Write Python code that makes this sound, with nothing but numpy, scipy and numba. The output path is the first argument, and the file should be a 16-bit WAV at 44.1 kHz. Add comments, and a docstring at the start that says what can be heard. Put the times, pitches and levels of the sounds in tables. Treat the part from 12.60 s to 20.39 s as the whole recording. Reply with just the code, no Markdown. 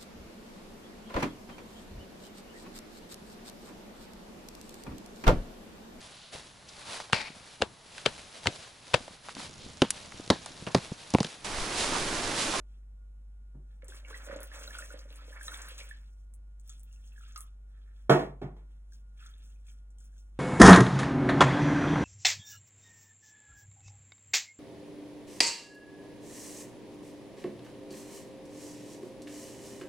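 """Rinse water runs from a ceramic pot into a plastic bowl: bubbles chirp, spray crackles, the bowl rings.
A glass jug refills the pot and is set down hard, ringing a wooden table; then fingers stir the rice.
A fridge hums in the small kitchen. A phone with two microphone ports stands close by:
left lags right, the treble is nearly the same in both."""
import sys
import numpy as np
from scipy import signal
from scipy.fft import rfft, irfft, next_fast_len
from scipy.io import wavfile
from scipy.ndimage import uniform_filter1d, minimum_filter1d
from numba import njit

SR = 44100
rng = np.random.default_rng(int(sys.argv[2]) if len(sys.argv) > 2 else 0)


def to_wav(s):
    """Save 16-bit WAV."""
    ch = np.atleast_2d(s).T  # columns
    pcm = np.round(np.clip(ch, -1, 1) * 32767)  # PCM
    wavfile.write(sys.argv[1], SR, pcm.astype(np.int16))


N = 343539

# compressor hum (time [s], level [dB])
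HUM = [(0.0, -47.5), (1.82, -47), (5.68, -48), (5.88, -46.5), (6.25, -48.5), (7.01, -48), (7.79, -49)]
# faint fridge tones (multiple of rotor speed, level [dB])
HUM_OVERTONES = [(4, -85), (10.2, -93), (17, -97)]
# steady bass-heavy background noise, its hiss cut off above about 14 kHz (frequency [Hz], gain [dB])
BACKGROUND_SPECTRUM = [(30, 6.5), (70, 9), (130, -0.5), (250, -6), (500, -18.5), (1000, -25.5), (2000, -27),
                       (4000, -28), (8000, -31.5), (12500, -33), (14500, -64)]
# glass on wood (time [s], blow [dB], contact [ms], thud [dB], ring time left under the hand [ratio])
KNOCKS = [(0.001, -72.5, 0.79, -72, 0.95), (0.945, -46.5, 3.26, -66, 0.91), (5.495, -17, 0.74, -15, 1),
          (5.592, -41, 0.7, -34.5, 1), (5.815, -38, 1.17, -42, 0.64), (5.833, -26, 3.9, -54, 0.4),
          (5.964, -75, 0.35, -60, 0.45)]
# table top (frequency [Hz], gain [dB], T60 [s])
TABLE_MODES = [(140.9, 0, 0.22), (192, -8, 0.36), (256.5, 1, .13), (298.7, -6, 0.2), (358.9, -0.5, .2),
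               (410, 1.5, 0.11), (447, -4, 0.17), (508, -6.5, 0.18), (596.3, -0.5, .1), (615, 4, 0.13),
               (713.5, 2, 0.11), (815, -1, 0.09), (899, -1, .14), (1160, 1.5, 0.18), (1200, -3.5, .1),
               (1303, -1.5, 0.1), (1642, -5, 0.092), (1976, -2.5, 0.073), (3297, -14.5, 0.2)]
# dense wood response between the modes (frequency [Hz], gain [dB])
THUD_SPECTRUM = [(90, -40), (260, 1.5), (400, 2.5), (650, 0), (1000, -7), (2000, -12.5), (4000, -18.5),
                 (9000, -29.5), (15000, -30.5)]
# pot moved or rice stirred (crest time [s], level [dB], treble share [dB], hold [s])
SLOPS = [(0.02, -96, -11, 0.018), (0.116, -84, 1.5, 0.0062), (1.116, -82.5, -1.5, 0.0077),
         (4.102, -75.5, 12.5, 0.0025), (5.111, -81, -7, .35), (6.12, -81, -3.5, 0.0062),
         (6.337, -86.5, 13, 0.012), (6.614, -65, -4.5, 0.052), (6.788, -83, 3, 0.018),
         (6.861, -89, 10, 0.07), (7.089, -76.5, 4, 0.017), (7.426, -83, 8, 0.0022), (7.566, -97, 27, 0.013),
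         (7.78, -84, 6, 0.011)]
# one list a pour: pot to bowl, jug to pot (time [s], flow [dB], treble share [dB])
POURS = [
    [(1.222, -57.5, -30), (1.235, -74.5, -41), (1.29, -64.5, -4.5), (1.37, -63, 1), (1.43, -71.5, -2),
     (1.47, -59, -18), (1.51, -61, 1), (1.62, -60, -6.5), (1.66, -56.5, -7), (1.76, -51, -20),
     (1.84, -61.5, -2.5), (1.9, -63.5, -1.5), (1.95, -56.5, 0), (2.17, -58, -4.5), (2.19, -59, 3),
     (2.27, -62.5, -4), (2.33, -58, -9.5), (2.45, -70, -6), (2.6, -61, -10.5), (2.73, -64, -1),
     (2.8, -67, -5.5), (2.83, -61.5, -1.5), (2.88, -56.5, -0.5), (3.17, -60.5, -4), (3.19, -58.5, 6),
     (3.33, -66.5, -8), (3.5, -89.5, 7), (3.65, -100, 13.5)],
    [(4.24, -109, 20), (4.29, -84, 5.5), (4.55, -81, 3.5), (4.6, -78.5, 7.5), (4.74, -70.5, -6.5),
     (4.76, -66, -5), (4.82, -69.5, 2.5), (4.95, -104, 10)],
]
# hollow of the pot (frequency [Hz], gain [dB])
POT_CAVITY = [(900, -21), (1150, -8), (1320, 1.5), (1500, -1), (1680, 1.5), (1950, -2), (2150, -5),
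              (2450, -0.5), (2750, -1), (3050, 1), (3500, 4.5), (3900, -0.5), (6000, -3.5)]
# plastic bowl (frequency [Hz], gain [dB], T60 [s])
BOWL_MODES = [(189, -5, 0.03), (286, -3, 0.045), (399, -4, 0.026), (514, 2.5, 0.046), (567, 7, 0.022),
              (686, 6, 0.0066)]
# single bubbles (time [s], level [dB], pitch [Hz])
BUBBLES = [(1.231, -45, 523), (1.285, -51, 388), (1.321, -42.5, 1570), (1.449, -41, 2240),
           (1.448, -40, 2750), (1.506, -47.5, 464), (1.507, -43, 1115), (1.529, -38, 1570),
           (1.543, -33.5, 1940), (1.646, -56, 538), (1.673, -40.5, 550), (1.696, -32, 550),
           (1.725, -34.5, 542), (1.736, -53, 544), (1.759, -30.5, 544), (1.802, -39, 540),
           (1.915, -43, 1730), (1.939, -48, 533), (1.948, -52, 1415), (1.962, -47, 564), (1.985, -48, 546),
           (2.01, -47, 533), (2.052, -55, 520), (2.076, -31, 3980), (2.076, -42, 1430), (2.077, -46.5, 570),
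           (2.106, -40, 1730), (2.149, -39, 1460), (2.172, -66, 563), (2.187, -31.5, 1420),
           (2.205, -47, 555), (2.223, -41, 2610), (2.225, -48, 553), (2.223, -36.5, 1820),
           (2.304, -40, 1455), (2.309, -48, 550), (2.34, -38.5, 537), (2.455, -47, 546), (2.507, -49, 511),
           (2.59, -48, 1310), (2.68, -47, 510), (2.705, -50, 547), (2.727, -43, 1710), (2.81, -35.5, 1630),
           (2.88, -50.5, 520), (2.88, -37.5, 1820), (2.88, -38, 1290), (2.881, -24.5, 3830),
           (2.918, -36, 1464), (2.943, -30.5, 3530), (3.082, -43, 1580), (3.116, -50.5, 510),
           (3.14, -47.5, 3020), (3.186, -41, 2470), (3.209, -36, 2335), (3.212, -50, 517),
           (3.31, -35.5, 1745), (4.099, -45.5, 3500), (4.099, -57.5, 1305), (4.273, -61, 2670),
           (4.312, -56, 2800), (4.36, -55, 2720), (4.439, -60, 2830), (4.521, -52, 2640), (4.56, -53, 1700),
           (4.578, -48, 1620), (4.607, -53, 1380), (4.633, -53, 1360), (4.635, -50, 2810),
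           (4.661, -56, 1580), (4.68, -57, 1250), (4.706, -57, 2680), (4.761, -44, 2760),
           (4.759, -35, 1275), (4.762, -46, 2100), (4.779, -42, 1220), (4.81, -53, 1230),
           (4.839, -58, 1230), (6.322, -57.5, 1596), (6.574, -60.5, 2300), (6.605, -49, 2590),
           (6.626, -51.5, 1380), (6.658, -53, 1340), (6.666, -46.5, 3500), (6.7, -61, 1370),
           (6.738, -48, 3520), (6.801, -62, 2770), (6.83, -64, 2700), (6.864, -68, 1480), (6.9, -62, 2750),
           (6.959, -62, 2500), (7.066, -60.5, 2510), (7.082, -53.5, 2350), (7.085, -74, 1450),
           (7.1, -55, 3160), (7.384, -63, 3130), (7.41, -65, 1490), (7.494, -74, 1590), (7.528, -67, 1580),
           (7.564, -66.5, 1520)]
# single splats (time [s], level [dB], pitch [Hz])
SPLATS = [(1.245, -49, 9500), (1.283, -39.5, 8700), (1.484, -50, 8100), (1.572, -45.5, 8450),
          (1.762, -44.5, 7040), (1.805, -38.5, 11800), (1.832, -32, 13100), (1.948, -49, 6550),
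          (2.035, -39, 6660), (2.0742, -44, 15400), (2.186, -33.5, 8600), (2.324, -44, 9300),
          (2.391, -44.5, 5400), (2.526, -49, 14400), (2.559, -43, 10100), (2.831, -36.5, 10000),
          (2.973, -39, 9100), (3.0184, -36, 7300), (3.086, -38, 12000), (3.18, -40, 7500),
          (3.2903, -44.5, 10200), (3.7386, -48, 10700), (3.998, -53.5, 8400), (4.077, -48, 15200),
          (4.095, -40, 7200), (4.196, -49.5, 9500), (4.2333, -44.5, 15400), (4.328, -54, 6860),
          (4.475, -56.5, 5800), (4.532, -58, 15000), (4.588, -57, 14700), (4.612, -59, 7760),
          (4.681, -57, 7900), (4.7227, -52, 6500), (4.76, -39, 5270), (4.777, -34.5, 10300),
          (4.807, -34, 10100), (6.3223, -57, 5830), (6.334, -53, 5750), (6.663, -48.5, 6250),
          (6.782, -60, 10200), (6.8623, -73, 7150), (7.0692, -56.5, 8050), (7.3051, -62.5, 8050),
          (7.385, -54, 8610), (7.4043, -53, 7850), (7.581, -56, 6820)]
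# kitchen decay (frequency [Hz], T60 [s])
ROOM_T60 = [(100, 0.64), (300, 0.28), (1000, 0.32), (3000, 0.11), (10000, 0.056)]
# port difference: near sound leaning right, echoes, background (frequency [Hz], gain [dB])
NEAR_LEAN = [(100, -40), (300, -17), (600, -9), (1200, -19.5), (2400, -15.5), (4500, -47.5)]
ECHO_WIDTH = [(40, -27.5), (130, -27.5), (300, -10.5), (600, -4), (1200, 0), (2400, 2.5), (4500, -27),
              (7000, -17.5), (9500, -27), (15000, -8.5)]
BACKGROUND_WIDTH = [(40, -30.5), (130, -15.5), (300, -3.5), (600, 11.5), (1200, 6), (2400, -9),
                    (4500, -24.5), (7000, -10.5), (9500, -12.5), (15000, -11.5)]


def undb(db):
    return 10 ** (np.asarray(db) / 20)


def unit_rms(x):
    return x / np.sqrt(np.mean(x ** 2))


def wander(span_samples):
    """Smoothed noise, rms 1."""
    return unit_rms(uniform_filter1d(rng.standard_normal(N), span_samples))


def colour(x, points):
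    """Filter by (frequency [Hz], gain [dB]) points on a log-frequency axis."""
    hz, db = np.transpose(points)
    size = next_fast_len(len(x) + SR // 10)
    bin_hz = np.maximum(np.arange(size // 2 + 1) * SR / size, 1)
    gain = undb(np.interp(np.log(bin_hz), np.log(hz), db))
    return irfft(rfft(x, size) * gain, size)[:len(x)]


def ring(force, modes):
    """Driven modes; neighbours swing in opposite sense at the listener."""
    out = 0
    for k, (hz, db, t60_s) in enumerate(modes):
        pole = np.exp(2j * np.pi * hz / SR - np.log(1000) / (t60_s * SR))
        out = out + (-1) ** k * undb(db) * signal.lfilter([1], [1, -pole], force).imag
    return out


def fridge(t, rotor_hz=49.37, slots=29):
    """The compressor hums at rotor speed and whines faintly at the slot rate."""
    phase = 2 * np.pi * rotor_hz * t
    waver_db = 2.5 * wander(3000)
    hum = undb(np.interp(t, *np.transpose(HUM))) * np.sin(phase)
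    whine = undb(-87.5 + waver_db) * np.sin(slots * phase)
    overtones = sum(undb(db + waver_db[::-1]) * np.sin(k * phase) for k, db in HUM_OVERTONES)
    return np.sqrt(2) * (hum + whine + overtones)


def background(rms_db=-66.5):
    """Steady, bass-heavy noise."""
    return undb(rms_db) * unit_rms(colour(rng.standard_normal(N), BACKGROUND_SPECTRUM))


def knocks(thud_rise_s=0.0019, thud_decay_s=0.038):
    """A half-sine push rings the table top over a noisy thud; longer contact is duller."""
    out, t = np.zeros(N), np.arange(SR) / SR
    envelope = np.exp(-t / thud_decay_s) * np.minimum(t / thud_rise_s, 1)
    for at_s, blow_db, contact_ms, thud_db, ring_share in KNOCKS:
        push = np.sin(np.pi * np.clip(t * 1000 / contact_ms, 0, 1))
        modes = [(hz, db, t60_s * ring_share) for hz, db, t60_s in TABLE_MODES]
        dulled = [(hz, db - 3.5 * contact_ms * np.log2(max(hz / 1000, 1))) for hz, db in THUD_SPECTRUM]
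        thud = envelope * unit_rms(colour(rng.standard_normal(SR), dulled))
        start = int(at_s * SR)
        out[start:start + SR] += undb(blow_db) * ring(push / push.sum(), modes) + undb(thud_db) * thud
    return out


def slops(t, rise_db_per_s=309, fall_db_per_s=171):
    """Water in the pot surges, holds and sinks; yields (flow [dB], treble share [dB])."""
    for crest_s, db, treble_db, hold_s in SLOPS:
        before_s, after_s = np.maximum(crest_s - t, 0), np.maximum(t - crest_s - hold_s, 0)
        yield db - rise_db_per_s * before_s - fall_db_per_s * after_s, treble_db


@njit
def chirps(at_s, hz, t60_s, amplitude, glide, swell_s):
    """Damped sines swelling over one cycle plus swell_s; glide > 0: a bubble nearing the surface."""
    out = np.zeros(N)
    for k in range(len(at_s)):
        start, length = int(at_s[k] * SR), int(t60_s[k] * SR) + 2
        cycles, gain = 0., amplitude[k]
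        fade = np.exp(-np.log(1000) / length)
        for i in range(min(length, N - start)):
            attack = min(cycles / (1 + swell_s * hz[k]), 1.)
            out[start + i] += gain * attack * np.sin(2 * np.pi * cycles)
            gain *= fade
            cycles += min(hz[k] * (1 + glide * i / length) / SR, .45)
    return out


def swarm(per_s, lo_hz, hi_hz, ring_cycles, scatter_db, glide):
    """Up to 30000 random chirps, a few much louder than the rest; rms 1."""
    when, pitch, life, strength = rng.random((30000, 4))[:int(per_s * N / SR)].T
    hz = lo_hz * (hi_hz / lo_hz) ** pitch
    t60_s = ring_cycles * (.5 + life) / hz
    amplitude = undb(-scatter_db * np.log(1 - strength))
    return unit_rms(chirps(when * N / SR, hz, t60_s, amplitude, glide, 0.))


def fizz(bowl_flow, pot_flows, sputter_db=3.5, sputter_s=0.033):
    """Bubble swarms and spray follow the flow in uneven gouts; the pot colours the bubbles inside it."""
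    big = swarm(1800, 1100, 2100, ring_cycles=4.4, scatter_db=2.6, glide=0.37)
    small = swarm(2600, 2300, 5000, ring_cycles=18, scatter_db=2, glide=0.2)
    spray = undb(-11) * swarm(3000, 9500, 12500, ring_cycles=45, scatter_db=1.7, glide=0.0385)
    spray += swarm(4000, 5100, 10500, ring_cycles=61, scatter_db=1.6, glide=0.034)
    spray += undb(-7) * swarm(1500, 12700, 17000, ring_cycles=40, scatter_db=2.1, glide=0.018)
    for layer in (big, small, spray):
        layer *= undb(sputter_db * wander(int(sputter_s * SR)))
    flows = [bowl_flow, *pot_flows]
    in_bowl, *in_pot = [undb(db) * (big + undb(0.5 + 0.53 * treble_db) * small)
                        for db, treble_db in flows]
    spray_gain = sum(undb(db + treble_db) for db, treble_db in flows)
    return in_bowl + colour(sum(in_pot), POT_CAVITY) + spray_gain * spray


def pours(t):
    """Each stream's (flow [dB], treble share [dB])."""
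    for pour in POURS:
        at_s, db, treble_db = np.transpose(pour)
        yield np.interp(t, at_s, db, left=-150, right=-150), np.interp(t, at_s, treble_db)


def patter(t, flow_db, drops_per_s=600, smooth_s=0.025, fill_db_per_s=-3):
    """The stream drums on the bowl with the mean flow, less as the bowl fills."""
    drops = np.diff(rng.standard_normal(N + 1) * (rng.random(N + 1) < drops_per_s / SR))
    drum = unit_rms(colour(ring(drops, BOWL_MODES), [(150, 6), (200, 1), (900, -8), (1500, -19)]))
    mean_flow = uniform_filter1d(undb(flow_db), int(smooth_s * SR)) * (flow_db > -90)
    start_s = POURS[0][0][0]
    return undb(-2 + fill_db_per_s * (t - start_s)) * mean_flow * drum


def bubbles(swell_s=0.0015, brood=4, brood_lag_s=0.01, gulp_below_hz=700):
    """Smaller bubbles die sooner; each sheds a weaker brood; low ones gulp and thump the bowl."""
    at_s, db, hz = np.transpose(BUBBLES)
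    t60_s = 0.035 * (1000 / hz) ** 0.74
    parents = chirps(at_s, hz, t60_s, undb(db + 2), 0.018, swell_s)
    lag, detune = rng.standard_normal((len(at_s), 2, brood)).transpose(1, 0, 2)
    brood_s = (at_s[:, None] + brood_lag_s * np.abs(lag)).ravel()
    brood_hz = (hz[:, None] * np.exp(0.091 * detune)).ravel()
    broods = chirps(brood_s, brood_hz, 18.5 / brood_hz, np.repeat(undb(db - 10), brood), 0.089, swell_s)
    kicks = np.zeros(N)
    kicks[(at_s * SR).astype(int)] = undb(db - 8) * (hz < gulp_below_hz)
    return parents + broods + ring(kicks, BOWL_MODES[:3])


def splats(droplets=40, mean_lag_s=0.008):
    """A dry contact click and a falling ping throw a cloud of droplets around their pitch."""
    at_s, db, hz = np.transpose(SPLATS)
    shape = (len(at_s), droplets)
    cloud_s = (at_s[:, None] + rng.exponential(mean_lag_s, shape)).ravel()
    cloud_hz = np.clip(hz[:, None] * np.exp(0.18 * rng.standard_normal(shape)), 3000, 16000).ravel()
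    cloud = chirps(cloud_s, cloud_hz, 30 / cloud_hz, np.repeat(undb(db - 10.5), droplets), 0.032, 0.)
    tick = chirps(at_s, 1.4 * hz, 4 / hz, undb(db - 8), 0., 0.)
    ping = chirps(at_s, hz, 12 / hz, undb(db + 9.5), -0.17, 0.)
    impulses = np.zeros(N)
    impulses[(at_s * SR).astype(int)] = undb(db + 5.5)
    click = colour(impulses, [(700, -4.5), (2500, -7), (12000, 3.5)])
    return click + tick + ping + cloud


def room_tails(rise_s=0.000056):
    """Two unrelated echo tails, decaying octave by octave."""
    t = np.arange(SR) / SR
    hz, t60_s = np.transpose(ROOM_T60)
    tails = np.zeros((2, SR))
    for centre_hz in 49.9 * 2. ** np.arange(9):
        edges_hz = [centre_hz / np.sqrt(2), min(centre_hz * np.sqrt(2), .45 * SR)]
        band = signal.butter(2, edges_hz, "band", fs=SR, output="sos")
        band_t60_s = np.interp(np.log(centre_hz), np.log(hz), t60_s)
        fade = np.exp(-np.log(1000) * t / band_t60_s) * np.minimum(t / rise_s, 1)
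        tails += signal.sosfilt(band, rng.standard_normal((2, SR))) * fade / np.sqrt(np.sum(fade ** 2))
    return tails


def scene(water_send_db=-6.5, knock_send_db=-4.5, lag_samples=5):
    """Near sound, echoes and background as sum and difference of the ports."""
    t = np.arange(N) / SR
    rinse, refill = pours(t)
    water = fizz(rinse, [refill, *slops(t)]) + patter(t, flow_db=rinse[0]) + bubbles() + splats()
    low_cut = signal.butter(3, 110, "high", fs=SR, output="sos")  # small bodies radiate no deep bass
    water, wood = signal.sosfilt(low_cut, water), signal.sosfilt(low_cut, knocks())
    near = water + wood
    send = undb(water_send_db) * water + undb(knock_send_db) * wood
    echo_mid, echo_side = [signal.fftconvolve(send, tail)[:N] for tail in room_tails()]
    noise_mid, noise_side = background(), background()
    mid = near + echo_mid + noise_mid + fridge(t)
    side = colour(echo_side, ECHO_WIDTH) + colour(noise_side, BACKGROUND_WIDTH) - colour(near, NEAR_LEAN)
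    left = np.pad(mid + side, (lag_samples, 0))[:N]
    return np.array([left, mid - side])


def record(dry, ceiling=.52, top_hz=16000):
    """Peak limiter, then low-pass."""
    needed_gain = np.minimum(1, ceiling / (np.abs(dry).max(axis=0) + 1e-9))
    gain = uniform_filter1d(minimum_filter1d(needed_gain, size=401), size=201)
    return signal.sosfilt(signal.ellip(10, .2, 80, top_hz, fs=SR, output="sos"), dry * gain)


dry = scene()
out = record(dry)
to_wav(out)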